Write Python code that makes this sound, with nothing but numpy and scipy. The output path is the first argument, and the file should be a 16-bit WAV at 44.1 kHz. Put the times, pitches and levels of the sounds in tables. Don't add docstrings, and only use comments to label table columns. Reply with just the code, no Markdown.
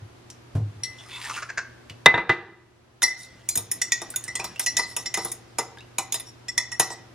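import sys
import numpy as np
from scipy import signal
from scipy.fft import rfft, irfft, next_fast_len
from scipy.io import wavfile
from scipy.ndimage import uniform_filter1d, map_coordinates

SR = 44100
rng = np.random.default_rng(int(sys.argv[2]) if len(sys.argv) > 2 else 0)


def store_pcm(level_fs):
    pcm = np.round(np.clip(level_fs, -1, 1) * 32767).astype(np.int16)
    wavfile.write(sys.argv[1], SR, np.atleast_2d(pcm).T)


N = 314874
T = np.arange(int(.35 * SR)) / SR


def amp(db):
    return 10 ** (np.asarray(db) / 20)


def unit(x):
    return x / np.sqrt(np.mean(x ** 2) + 1e-20)


def struck(x):
    return x / np.sqrt(np.mean(x[:int(.03 * SR)] ** 2) + 1e-20)


def along(points, hz):
    f, v = np.transpose(points)
    return np.interp(np.log(hz + 1), np.log(f + 1), v)


def filtered(x, response):
    n = x.shape[-1]
    m = next_fast_len(n + 8192)
    hz = np.fft.rfftfreq(m, 1 / SR)
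    return irfft(rfft(x, m) * response(hz), m)[..., :n]


def coloured(x, spectrum):
    return filtered(x, lambda hz: amp(along(spectrum, hz)))


def resonate(x, body):
    def response(f):
        total = 0
        for k, (centre, width, db) in enumerate(body):
            peak = 1j * f * width / (centre * centre - f * f + 1j * f * width)
            total = total + (-1) ** k * amp(db) * peak
        return total
    return filtered(x, response)


def add(track, s, x):
    i = max(round(s * SR), 0)
    track[i:i + len(x)] += x[:N - i]


def swell(start, full, release, rise_db_per_s, fall_db_per_s):
    t = np.arange(N) / SR
    rise = -rise_db_per_s * np.maximum(full - t, 0)
    fall = -fall_db_per_s * np.maximum(t - release, 0)
    return (t > start) * amp(rise + fall)


def patchy(x, depth_db):
    z = signal.stft(x, nperseg=512)[2]
    field = uniform_filter1d(rng.standard_normal(z.shape), 4, axis=0)
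    field = uniform_filter1d(field, 7, axis=1)
    return signal.istft(z * amp(depth_db * unit(field)), nperseg=512)[1][:len(x)]


def chatter(t60, snap):
    return rng.standard_normal(len(T)) * (amp(-60 * T / t60) + snap * np.exp(-T / 0.00042))


def ring(modes, t60, attack, scatter_db=0, waver=0):
    out = 0
    for hz, db, life in modes:
        strength, damping, tuning = rng.standard_normal(3)
        drift = waver * np.interp(T, np.linspace(0, T[-1], 24), rng.standard_normal(24))
        mode_t60 = t60 * life * np.exp(.2 * damping)
        fade = amp(db + scatter_db * strength - 60 * T / mode_t60)
        pitch = hz * (1 + (.002 + waver / 2) * tuning + drift)
        cycles = np.cumsum(pitch) / SR + rng.random()
        out = out + fade * np.sin(2 * np.pi * cycles)
    return struck(out * (1 - np.exp(-T / attack)))


def grit(count, spread_db):
    return rng.standard_normal(count) * amp(spread_db * np.minimum(rng.exponential(size=count), 4))


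SLIPS_PER_S = 900


def slips(count):
    wander = np.repeat(rng.standard_normal(count // 100 + 1), 100)[:count]
    phase = np.cumsum(SLIPS_PER_S / SR * np.exp(.7 * wander))
    jerks = np.diff(np.floor(phase), prepend=0) * rng.standard_normal(count)
    return unit(jerks) + .8 * unit(grit(count=count, spread_db=3))


# pitch in Hz, relative level in dB.
AIR_COLOUR = [(25, -26.5), (80, -8), (120, -8.5), (160, -16), (350, -10), (450, -15), (1150, -19.5),
              (2500, -25.5), (6000, -32), (9000, -38.5), (11500, -37), (13000, -46), (15000, -78.5)]
# pitch in Hz, likeness from 1 (same) to -1 (opposite).
AIR_LIKENESS = [(60, .93), (130, .85), (300, 0), (1400, .1), (8000, -.1), (14000, -.6)]
# pitch in Hz, level in dB around which it wavers.
HUM_TONES = [(119.6, -55), (239.5, -68.5), (359, -66)]


def background():
    def spread(hz):
        turn = np.arccos(np.clip(along(AIR_LIKENESS, hz), -1, 1)) / 2
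        return np.array([np.cos(turn), np.sin(turn)])
    mid, side = filtered(coloured(rng.standard_normal((2, N)), AIR_COLOUR), spread)
    air = amp(-51.5) * unit(np.array([mid + side, mid - side]))
    t = np.arange(N) / SR
    waver = map_coordinates(rng.standard_normal(64), [t * 4])
    hum = 0
    for hz, db in HUM_TONES:
        hum = hum + amp(db) * np.sqrt(2) * np.sin(2 * np.pi * (hz * t + rng.random()))
    return air + hum * amp(.5 * waver)


# pitch in Hz, time in seconds to fall by 60 dB.
ROOM_FADE = [(100, 1), (500, 0.55), (2000, 0.64), (5000, .6), (9000, 0.15), (11500, 0.16), (14000, 0.35)]


def kitchen(x, near_db, tail_db, apart_db):
    hz, t, z = signal.stft(rng.standard_normal((3, SR)), SR, nperseg=256)
    fading = z * amp(-60 * t / along(ROOM_FADE, hz)[:, None])
    common, *own = signal.istft(fading, SR, nperseg=256)[1]
    t = np.arange(len(common)) / SR
    own = coloured(np.array(own), [(100, -30.0), (300, -17.0), (1500, -11.5), (6000, 6.0)])
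    tail = (common + own) * (1 - np.exp(-t / 0.0018))
    tail = coloured(tail, [(80, -2.0), (300, 10.0), (10500, -2.5), (12000, -23.5), (14000, -19.5)])
    near = rng.standard_normal(len(t)) * amp(-60 * t / 0.19) * (t > .003)
    near = coloured(near, [(150, -18.0), (800, 3.5), (11000, 2.0), (14000, 1.5)])
    apart = rng.standard_normal(len(t)) * amp(-60 * t / 0.017)
    apart = coloured(apart, [(200, -16.0), (1200, -9.5), (4000, 8.0), (9000, 16.0), (13000, -5)])
    answer = amp(near_db) * near / np.linalg.norm(near)
    answer = answer + amp(tail_db) * tail / np.linalg.norm(tail[0])
    answer = answer + amp(apart_db) * np.array([apart, -apart]) / np.linalg.norm(apart)
    return signal.fftconvolve(x[None], answer, axes=1)[:, :N]


# start in seconds, level in dB, centre pitch in Hz.
TAP_EVENTS = [(.302, -45.5, 5820), (1.898, -43, 2744), (4.103, -37.5, 10520), (4.24, -37.5, 8480)]


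def taps():
    out = np.zeros(N)
    for s, db, hz in TAP_EVENTS:
        tick = resonate(chatter(t60=0.066, snap=2.8), [(hz, hz * 0.35, 0)])
        add(out, s, amp(db) * struck(tick))
    return out


# start in seconds, thud level in dB, shell level in dB.
BOTTLE_EVENTS = [(0.014, -38.5, -68), (0.552, -21, -30.5), (0.606, -25, -68), (1.9, -42.5, -49.5),
                 (3.562, -37, -35)]
# pitch in Hz, relative level in dB.
SHELL_COLOUR = [(60, 6.5), (400, -5), (1300, -20.5), (2500, -33), (8000, -39.5)]


def bottle():
    out = np.zeros(N)
    for s, thud_db, shell_db in BOTTLE_EVENTS:
        thud = ring([(103.1, 3.5, 0.72), (141.0, -4.5, 0.7)], t60=0.16, attack=0.22)
        shell = struck(coloured(chatter(t60=0.18, snap=0.4), SHELL_COLOUR))
        add(out, s, amp(thud_db) * thud)
        add(out, s, amp(shell_db) * shell)
    return out


GRIP_S, GRIP_DB = .835, -28.5
# pitch in Hz, relative level in dB, relative life.
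GRIP_TONES = [(1940, -6, 3.6), (2017, 0, 2.9), (4140, 3, 0.72), (5610, 19, 0.42), (7795, 5, 0.48),
              (10240, 6.5, 0.76)]


def grip():
    out = np.zeros(N)
    tick = struck(resonate(chatter(t60=0.11, snap=0.94), [(4100, 1300, 5.5), (10550, 1900, -4.5)]))
    tone = ring(GRIP_TONES, t60=0.138, attack=0.00032)
    add(out, GRIP_S, amp(GRIP_DB) * (tone + amp(-9) * tick))
    return out


SLIDE_FROM_S, SLIDE_FULL_S, SLIDE_FADE_S = 0.64, 1.253, 1.36
SLIDE_DB, SLIDE_RISE_DB_PER_S, SLIDE_FALL_DB_PER_S = -40, 57.5, 160
GRIT_PER_S, GRIT_DB = 260, -3
# pitch in Hz, relative level in dB.
SCRAPE_COLOUR = [(180, -65), (500, -20), (986, 6), (1680, 4.5), (2900, -3), (3510, -3.5), (11000, -4),
                 (12900, -12), (14000, -87)]


def slide():
    pull = swell(SLIDE_FROM_S, SLIDE_FULL_S, SLIDE_FADE_S, SLIDE_RISE_DB_PER_S, SLIDE_FALL_DB_PER_S)
    rasp = coloured(patchy(slips(count=N), depth_db=3.5), SCRAPE_COLOUR)
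    body = resonate(rasp, [(1200, 60, -6.5), (1940, 42, 5), (2650, 62, 4),
                           (3590, 90, -4), (5000, 90, -4.5), (5910, 90, -1)])
    out = amp(SLIDE_DB) * pull * unit(unit(rasp) + .5 * unit(body))
    snaps = (rng.random(N) < GRIT_PER_S / SR) * rng.standard_normal(N)
    snaps = resonate(snaps, [(1901, 450, 6.0), (3514, 2000, 2), (5170, 800, -11.5), (9710, 2900, -15.0)])
    return out + amp(SLIDE_DB + GRIT_DB) * pull * unit(snaps)


SQUEAK_S, SQUEAK_DB, SQUEAK_HZ, SQUEAK_LENGTH_S = 1.1, -37.5, 3520, 0.1


def squeak():
    out = np.zeros(N)
    tone = unit(resonate(slips(count=len(T)), [(SQUEAK_HZ, 110, 0), (2630, 70, -4), (2190, 70, -5)]))
    stroke = np.sin(np.pi * np.minimum(T / SQUEAK_LENGTH_S, 1))
    add(out, SQUEAK_S, amp(SQUEAK_DB) * stroke * tone)
    return out


# start in seconds, judder level in dB, centre pitch in Hz,
# time held before fading in seconds, level of the tray's ring in dB.
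CATCH_EVENTS = [(0.982, -46, 3460, 0.028, -66), (1.24, -39, 1740, 0.021, -42.5),
                (1.292, -32.5, 1270, 0.018, -44), (1.335, -39.5, 2800, 0.019, -43.5),
                (1.362, -33, 1433, 0.024, -40.5), (1.419, -33.5, 1357, 0.014, -45.5),
                (1.489, -34.5, 1610, 0.014, -42.5), (1.574, -27.5, 1632, 0.006, -43),
                (1.583, -33, 1540, 0.0055, -32.5)]


def catches():
    out = np.zeros(N)
    for s, db, hz, length, ring_db in CATCH_EVENTS:
        stroke = (1 - np.exp(-T / 0.0025)) * np.exp(-np.maximum(T - length, 0) / 0.0064)
        body = [(650, 300, -17), (930, 160, -10), (hz, 220, 0), (2650, 500, -13), (5500, 3000, -18)]
        judder = resonate(stroke * slips(count=len(T)), body)
        judder = coloured(judder, [(7000, 9.0), (10000, -16.0), (14000, -27.0)])
        add(out, s, amp(db) * struck(judder))
        tray_modes = [(hz, 0, .3), (hz + 70, -2, .3), (hz + 75, -19, 1.6)]
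        add(out, s, amp(ring_db) * ring(tray_modes, t60=0.22, attack=0.002))
    return out


# start in seconds, knock level in dB, rim ring in dB, foot ring in dB,
# crack in dB, free ringing in seconds.
LANDING_EVENTS = [(2.0599, -6.5, -2, -7.5, -25, 0.056), (2.1411, -11.5, -17, -21.5, -52.5, 0.02),
                  (2.178, -16.5, -18.5, -32, -59, 0.033), (2.2938, -11.5, -8.5, -24.5, -25, 0.033)]
# pitch in Hz, width in Hz, relative level in dB.
STONE_BODY = [(105, 60, -3), (200, 100, -5), (346, 40, 0), (455, 70, -6), (620, 140, -8), (778, 45, 0),
              (958, 40, 2), (1225, 70, -1), (1550, 200, -1), (1850, 120, -1), (2350, 120, -5),
              (2750, 200, -10), (3670, 300, -13)]
# pitch in Hz, relative level in dB.
CRACK_COLOUR = [(300, -31.5), (1500, -1), (3000, 17.5), (4500, 7), (6500, -0.5), (8000, -10), (10000, -33),
                (16000, -50)]


def landings():
    out = np.zeros(N)
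    for s, knock_db, _, _, crack_db, _ in LANDING_EVENTS:
        knock = resonate(chatter(t60=0.13, snap=2.1), STONE_BODY)
        knock = coloured(knock, [(3900, 0.5), (4700, -7), (7800, -9.5), (9000, -22), (15000, -22.5)])
        slab = [(150, -10.5), (500, 12.5), (1700, 7.5), (5000, -41.5), (10000, -60)]
        thump = coloured(chatter(t60=0.086, snap=1.6), slab)
        crack = coloured(chatter(t60=0.11, snap=2.3), CRACK_COLOUR)
        add(out, s, amp(knock_db) * struck(knock))
        add(out, s, amp(knock_db - 4.5) * struck(thump))
        add(out, s, amp(crack_db) * struck(crack))
    return out


LANDED_T60_S, LANDED_CHOKE_DB_PER_S, LANDED_CHOKE_DB = 0.23, 892, 27
# pitch in Hz, relative level in dB, relative life.
LANDED_RIM_TONES = [(1912, -4, .2), (2021, 0, 1.25)]
FOOT_TONES = [(1632, -6, .7), (3668, 0, 1), (3730, -6, .7), (3850, -12, .8)]


def landing_rings():
    out = np.zeros(N)
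    for s, _, rim_db, foot_db, _, free_s in LANDING_EVENTS:
        choke = amp(-np.clip(LANDED_CHOKE_DB_PER_S * (T - free_s), 0, LANDED_CHOKE_DB))
        add(out, s, amp(rim_db) * choke * ring(LANDED_RIM_TONES, LANDED_T60_S, attack=0.0019))
        add(out, s, amp(foot_db) * choke * ring(FOOT_TONES, t60=0.06, attack=0.00061))
    return out


SWIRL_FROM_S, SWIRL_CALM_S = 3.1, 4.9
SWIRL_DB, SWIRL_FALL_DB_PER_S = -51.5, 20


def swirl():
    flow = swell(SWIRL_FROM_S, SWIRL_FROM_S, SWIRL_CALM_S, 0, SWIRL_FALL_DB_PER_S)
    eddies = patchy(rng.standard_normal(N), depth_db=4.5)
    wash = coloured(eddies, [(80, 6.5), (350, 7.5), (900, -4.5), (2500, -5.0),
                             (6000, -7.5), (11000, -18.5), (14000, -18.5)])
    return amp(SWIRL_DB) * flow * unit(wash)


# start in seconds, level in dB, starting pitch in Hz.
BUBBLE_EVENTS = [(4.14, -43.5, 1426), (4.399, -35, 2390), (4.56, -45, 2630), (5.773, -49.5, 1587),
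                 (5.785, -50.5, 3620), (5.807, -52, 2640)]


def bubbles():
    out = np.zeros(N)
    for s, db, hz in BUBBLE_EVENTS:
        pitch = hz * (1 + 0.27 * (1 - np.exp(-T / 0.052)))
        fade = amp(-60 * T / 0.085) * (1 - np.exp(-T / 0.00023))
        tone = np.sin(2 * np.pi * np.cumsum(pitch) / SR) * fade
        snap = resonate(chatter(t60=0.035, snap=2.3), [(hz, 1500, 0)])
        add(out, s, amp(db) * struck(tone))
        add(out, s, amp(db - 5.0) * struck(snap))
    return out


# start in seconds, level in dB, length in seconds,
# squeal pitch in Hz, squeal level in dB over the rub.
RUB_EVENTS = [(3.166, -41, 0.11, 11100, -5), (3.57, -32, 0.026, 10680, 2.5),
              (4.602, -35.5, 0.055, 6320, -4.5), (4.855, -44.5, 0.096, 5430, -4),
              (4.975, -46, 0.068, 6200, -1), (5.201, -39, 0.12, 5636, -6), (6.123, -37, 0.055, 5125, 4.5),
              (6.252, -51.5, .058, 5526, 4), (6.892, -46, .065, 8050, 1.5)]


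def rubs():
    out = np.zeros(N)
    body = [(3780, 260, -7.5), (5210, 400, -9), (7000, 290, -7.5),
            (8040, 67, -5), (9460, 210, -5.0), (11230, 260, -3.5)]
    for s, db, length, squeal_hz, squeal_db in RUB_EVENTS:
        stroke = np.sin(np.pi * np.minimum(T / length, 1))
        rub = patchy(slips(count=len(T)), depth_db=4)
        squeal = unit(resonate(rub, [(squeal_hz, 45, 0)]))
        add(out, s, amp(db + squeal_db) * stroke * squeal)
        add(out, s, amp(db) * stroke * unit(resonate(rub, body)))
    return out


SLOSH_DB, SLOSH_RISE_S, SLOSH_T60_S = -5, 0.016, 0.099
# pitch in Hz, width in Hz, relative level in dB.
SLOSH_BODY = [(420, 290, -6), (766, 74, 3), (1060, 210, -2)]


def sloshes():
    out = np.zeros(N)
    surge = (1 - np.exp(-T / SLOSH_RISE_S)) * amp(-60 * T / SLOSH_T60_S)
    for s, knock_db, *_ in FORK_BLOWS:
        lapping = surge * patchy(grit(count=len(T), spread_db=3), depth_db=3)
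        add(out, s, amp(knock_db + SLOSH_DB) * struck(resonate(lapping, SLOSH_BODY)))
    return out


FLUTTER_DB = 3


def flutter():
    return amp(FLUTTER_DB * np.interp(T, np.linspace(0, T[-1], 30), rng.standard_normal(30)))


# start in seconds, then base levels in dB of the bottom knock, the rim,
# the wall's low pair, its lower and upper high tone, the fork's shank, tines, tips and topmost tones,
# and last the china's basic ring time in seconds (to fall by 60 dB).
FORK_BLOWS = [(3.02, -37, -50, -58, -52.5, -55.5, -24, -27, -29.5, -43, 0.19),
              (3.028, -32.0, -19, -23, -23.5, -18, -27, -20, -17.5, -34, 0.12),
              (3.489, -50, -73, -41.5, -70, -70, -36, -22.5, -23, -29.5, 0.31),
              (3.555, -52, -51, -54, -70, -55, -38, -25, -30.5, -24, 0.083),
              (3.574, -40.5, -54, -57.5, -64.0, -60.0, -37.5, -31.0, -20.5, -40.5, 0.11),
              (3.715, -52.5, -51, -60.5, -55, -64.5, -38.5, -30, -22, -31, 0.11),
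              (3.816, -57, -30, -39, -30, -29, -32, -24.5, -33, -36.5, 0.066),
              (3.92, -50.5, -28.5, -35, -35.5, -33, -26, -21.5, -37.5, -35.5, 0.049),
              (4.016, -38.5, -70.0, -66.5, -47, -43, -43.5, -41, -43, -57, 0.036),
              (4.16, -57, -52, -68.0, -70.0, -70, -37.0, -30.5, -29, -31.5, 0.03),
              (4.279, -52.5, -37, -56, -45, -45.5, -48.5, -41.5, -48.5, -65, 0.1),
              (4.354, -48.5, -37, -41, -41.5, -55, -38.5, -29, -41, -47, 0.076),
              (4.394, -36.5, -48, -50.0, -42, -57.5, -51.5, -48, -53, -53.5, 0.074),
              (4.442, -40.5, -54, -46, -38, -54, -41.5, -42.5, -40.5, -37.5, 0.1),
              (4.595, -43, -64, -60, -49, -44, -33.5, -34.5, -26, -35.5, 0.049),
              (4.662, -49, -28.5, -34, -39, -29, -34, -28, -30, -56, 0.097),
              (4.768, -44, -33.5, -41, -29, -41.5, -29.5, -24.5, -33, -39.5, 0.07),
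              (4.787, -33, -31.5, -35, -36.5, -47, -42.5, -41, -32.5, -55, 0.17),
              (4.965, -41, -49.5, -66, -38, -51, -36.5, -33, -28.5, -39.5, 0.13),
              (5.058, -50.5, -37, -39.5, -31, -39, -40, -43, -45, -67, 0.058),
              (5.141, -46.5, -33, -45, -43, -43.5, -31.5, -28.5, -33.5, -43.5, 0.072),
              (5.172, -31.5, -42.5, -48.5, -38.5, -56, -40, -36, -37, -55.5, 0.26),
              (5.248, -39.5, -51, -64, -60, -61, -48.5, -41.5, -31, -39.5, 0.1),
              (5.317, -54.5, -62, -73, -70, -65, -47, -38, -32.5, -38.5, 0.072),
              (5.585, -28.5, -41, -51.0, -51, -55, -35.5, -27, -29.0, -39, 0.095),
              (5.984, -32.5, -51, -67.5, -54, -52, -30.5, -29, -28, -36.5, 0.18),
              (6.123, -51, -71, -43, -47, -64.5, -36.5, -29, -30.5, -35.5, 0.07),
              (6.142, -43.5, -50, -47, -48, -61.5, -37, -33.5, -29, -35, 0.085),
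              (6.198, -62.5, -57.5, -76, -59.0, -70, -45.0, -62.5, -38.5, -50.5, 0.094),
              (6.483, -57.5, -44.0, -65, -38, -73, -43.0, -41.0, -55, -55.5, 0.064),
              (6.578, -42.5, -26.5, -36, -23, -64, -32.5, -28.5, -41.5, -37, 0.035),
              (6.717, -51, -41, -60, -40.0, -67, -47, -42, -52.5, -72, 0.096),
              (6.797, -25, -31.5, -41, -38, -39, -25, -23, -18, -36.5, 0.21),
              (6.903, -39, -45.5, -52, -46, -56.0, -52.5, -44, -55, -65, 0.17)]
# pitch in Hz, relative level in dB, relative life.
RIM_TONES = [(1932, 0, 1.1), (2020, -2, 1.3)]
CHIME_TONES = [(7227, 0, .9), (7785, -7, 1.2), (9090, -6, 1.1), (10200, -6, 1)]
# pitches in Hz that sound together (low pair, lower high, upper high).
WALL_TONES = ((4140, 4795), (5545,), (5688,))
# pitch in Hz, width in Hz, relative level in dB.
BOTTOM_BODY = [(125, 45, -9), (200, 50, -10), (265, 40, -9), (350, 26, 0), (456, 26, -1), (640, 50, -2),
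               (779, 30, 3.5), (952, 32, 4.5), (1207, 50, -1), (1300, 60, -5), (1550, 200, -11)]
SHANK_BODY = [(2400, 1800, -0.5), (3400, 600, 4), (3610, 180, 10.5), (4150, 230, -16.5)]
TINE_BODY = [(5070, 110, 4.5), (6640, 400, 8.5), (7200, 410, -2.5), (7300, 260, -7.5), (8530, 200, 2)]
TIP_BODY = [(9100, 56, -1.7), (10710, 500, 2.2)]
TOP_BODY = [(13000, 730, -0.5), (15000, 700, -19)]
# pitch in Hz, relative level in dB, relative life.
SHANK_TONES = [(2460, 0, 1), (2550, -5, 1), (3040, -8, .8), (3550, -1, 1), (3670, -1, .9), (3950, -9, 1.2)]
TINE_TONES = [(5114, -3, 1), (6140, -5, .8), (6280, -4, .8), (6560, 0, .8), (6680, 0, .9), (6790, -2, .8),
              (7225, -2, 1.1), (8050, -7, 1.2)]
TIP_TONES = [(8800, -3, 1), (9020, -1, 1), (9650, -7, .7), (10400, -3, .9), (10680, 0, 1.1),
             (10790, -1, 1.1)]
TOP_TONES = [(12100, -6, .8), (12700, -5, .8), (13160, 0, .9), (13280, 0, .9)]
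RIM_DB, RIM_AFTER_DB, CHIME_DB = 3.5, -14, -6
AFTER_RING_DB, AFTER_T60_S = -24, .33
BUZZ_DB, STEEL_RING_DB = -1.5, -8.5
TOUCH_DB, TOUCH_S = 14, .012
WAVER = .009


def china_ring(rim_db, wall_dbs, t60):
    china = amp(rim_db + RIM_DB) * ring(RIM_TONES, t60, attack=0.008, scatter_db=6, waver=WAVER)
    chime = ring(CHIME_TONES, t60, attack=0.005, scatter_db=6, waver=WAVER / 2)
    china += amp(max(wall_dbs) + CHIME_DB) * chime
    after = amp(rim_db + RIM_AFTER_DB) * ring(RIM_TONES, AFTER_T60_S, attack=0.0058, waver=WAVER)
    for pitches, db in zip(WALL_TONES, wall_dbs):
        wall = [(hz, 0, .8) for hz in pitches]
        china += amp(db) * ring(wall, t60, attack=0.02, waver=WAVER / 2)
        after += amp(db + AFTER_RING_DB) * ring(wall, AFTER_T60_S, attack=0.015, waver=WAVER / 2)
    return (china + after) * flutter()


def fork_part(body, tones):
    buzz = struck(resonate(patchy(chatter(t60=0.049, snap=0.21), depth_db=5.0), body))
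    steel = ring(tones, t60=0.06, attack=0.0018, scatter_db=5)
    return amp(BUZZ_DB) * buzz + amp(STEEL_RING_DB) * steel


def clinks():
    out = np.zeros(N)
    next_touches = [row[0] for row in FORK_BLOWS[1:]] + [N / SR]
    for row, next_s in zip(FORK_BLOWS, next_touches):
        s, knock_db, rim_db, *wall_dbs, shank_db, tine_db, tip_db, top_db, t60 = row
        damped = amp(-TOUCH_DB * np.clip((s + T - next_s) / TOUCH_S, 0, 1))
        add(out, s, china_ring(rim_db, wall_dbs, t60) * damped)
        knock = struck(resonate(chatter(t60=0.13, snap=6.0), BOTTOM_BODY))
        add(out, s, amp(knock_db) * knock)
        add(out, s, amp(shank_db) * fork_part(SHANK_BODY, SHANK_TONES))
        add(out, s, amp(tine_db) * fork_part(TINE_BODY, TINE_TONES))
        add(out, s, amp(tip_db) * fork_part(TIP_BODY, TIP_TONES))
        add(out, s, amp(top_db) * fork_part(TOP_BODY, TOP_TONES))
    return out


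# pitch in Hz, lead in radians (negative: left lags).
LEFT_LEAD = [(300, 0), (2000, -.2), (5500, -.7), (7500, -.9), (8800, -1.3), (10000, -1.9), (11500, -2.7),
             (15000, -2.9)]


def scene():
    close = taps() + bottle() + grip() + slide() + squeak() + catches() + landings()
    close = close + swirl() + bubbles() + rubs() + sloshes() + clinks()
    close = coloured(close, [(20, -15.5), (70, -0.5)])
    rings = landing_rings()
    echo = kitchen(close + amp(-5.5) * rings, near_db=-9.5, tail_db=-16.0, apart_db=-13.5)
    heard = close + rings + echo
    sway = coloured(patchy(close, depth_db=0.61) - close, [(1000, -20.5), (4000, 8)])
    heard = heard + np.array([sway, -sway])

    def out_of_step(hz):
        half_turn = np.exp(1j * along(LEFT_LEAD, hz) / 2)
        return np.array([half_turn, np.conj(half_turn)])
    return filtered(heard, out_of_step) + background()


def smooth(v, s):
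    keep = np.exp(-1 / (s * SR))
    return signal.lfilter([1 - keep], [1, -keep], v)


def gain_control(x, threshold_db, recovery_db):
    level_db = 10 * np.log10(smooth(np.mean(x ** 2, 0), 0.0034) + 1e-12)
    over = np.maximum(level_db - threshold_db, 0)
    creep = recovery_db * np.arange(N) / SR
    cut_db = np.maximum.accumulate(over + creep) - creep
    return x * amp(-smooth(cut_db, 0.0039))


TOP_HZ = 15800


def record(dry):
    held = np.clip(gain_control(dry, threshold_db=-8.0, recovery_db=5.5), -1, 1)
    return filtered(held, lambda hz: hz < TOP_HZ)


dry = scene()
out = record(dry)
store_pcm(out)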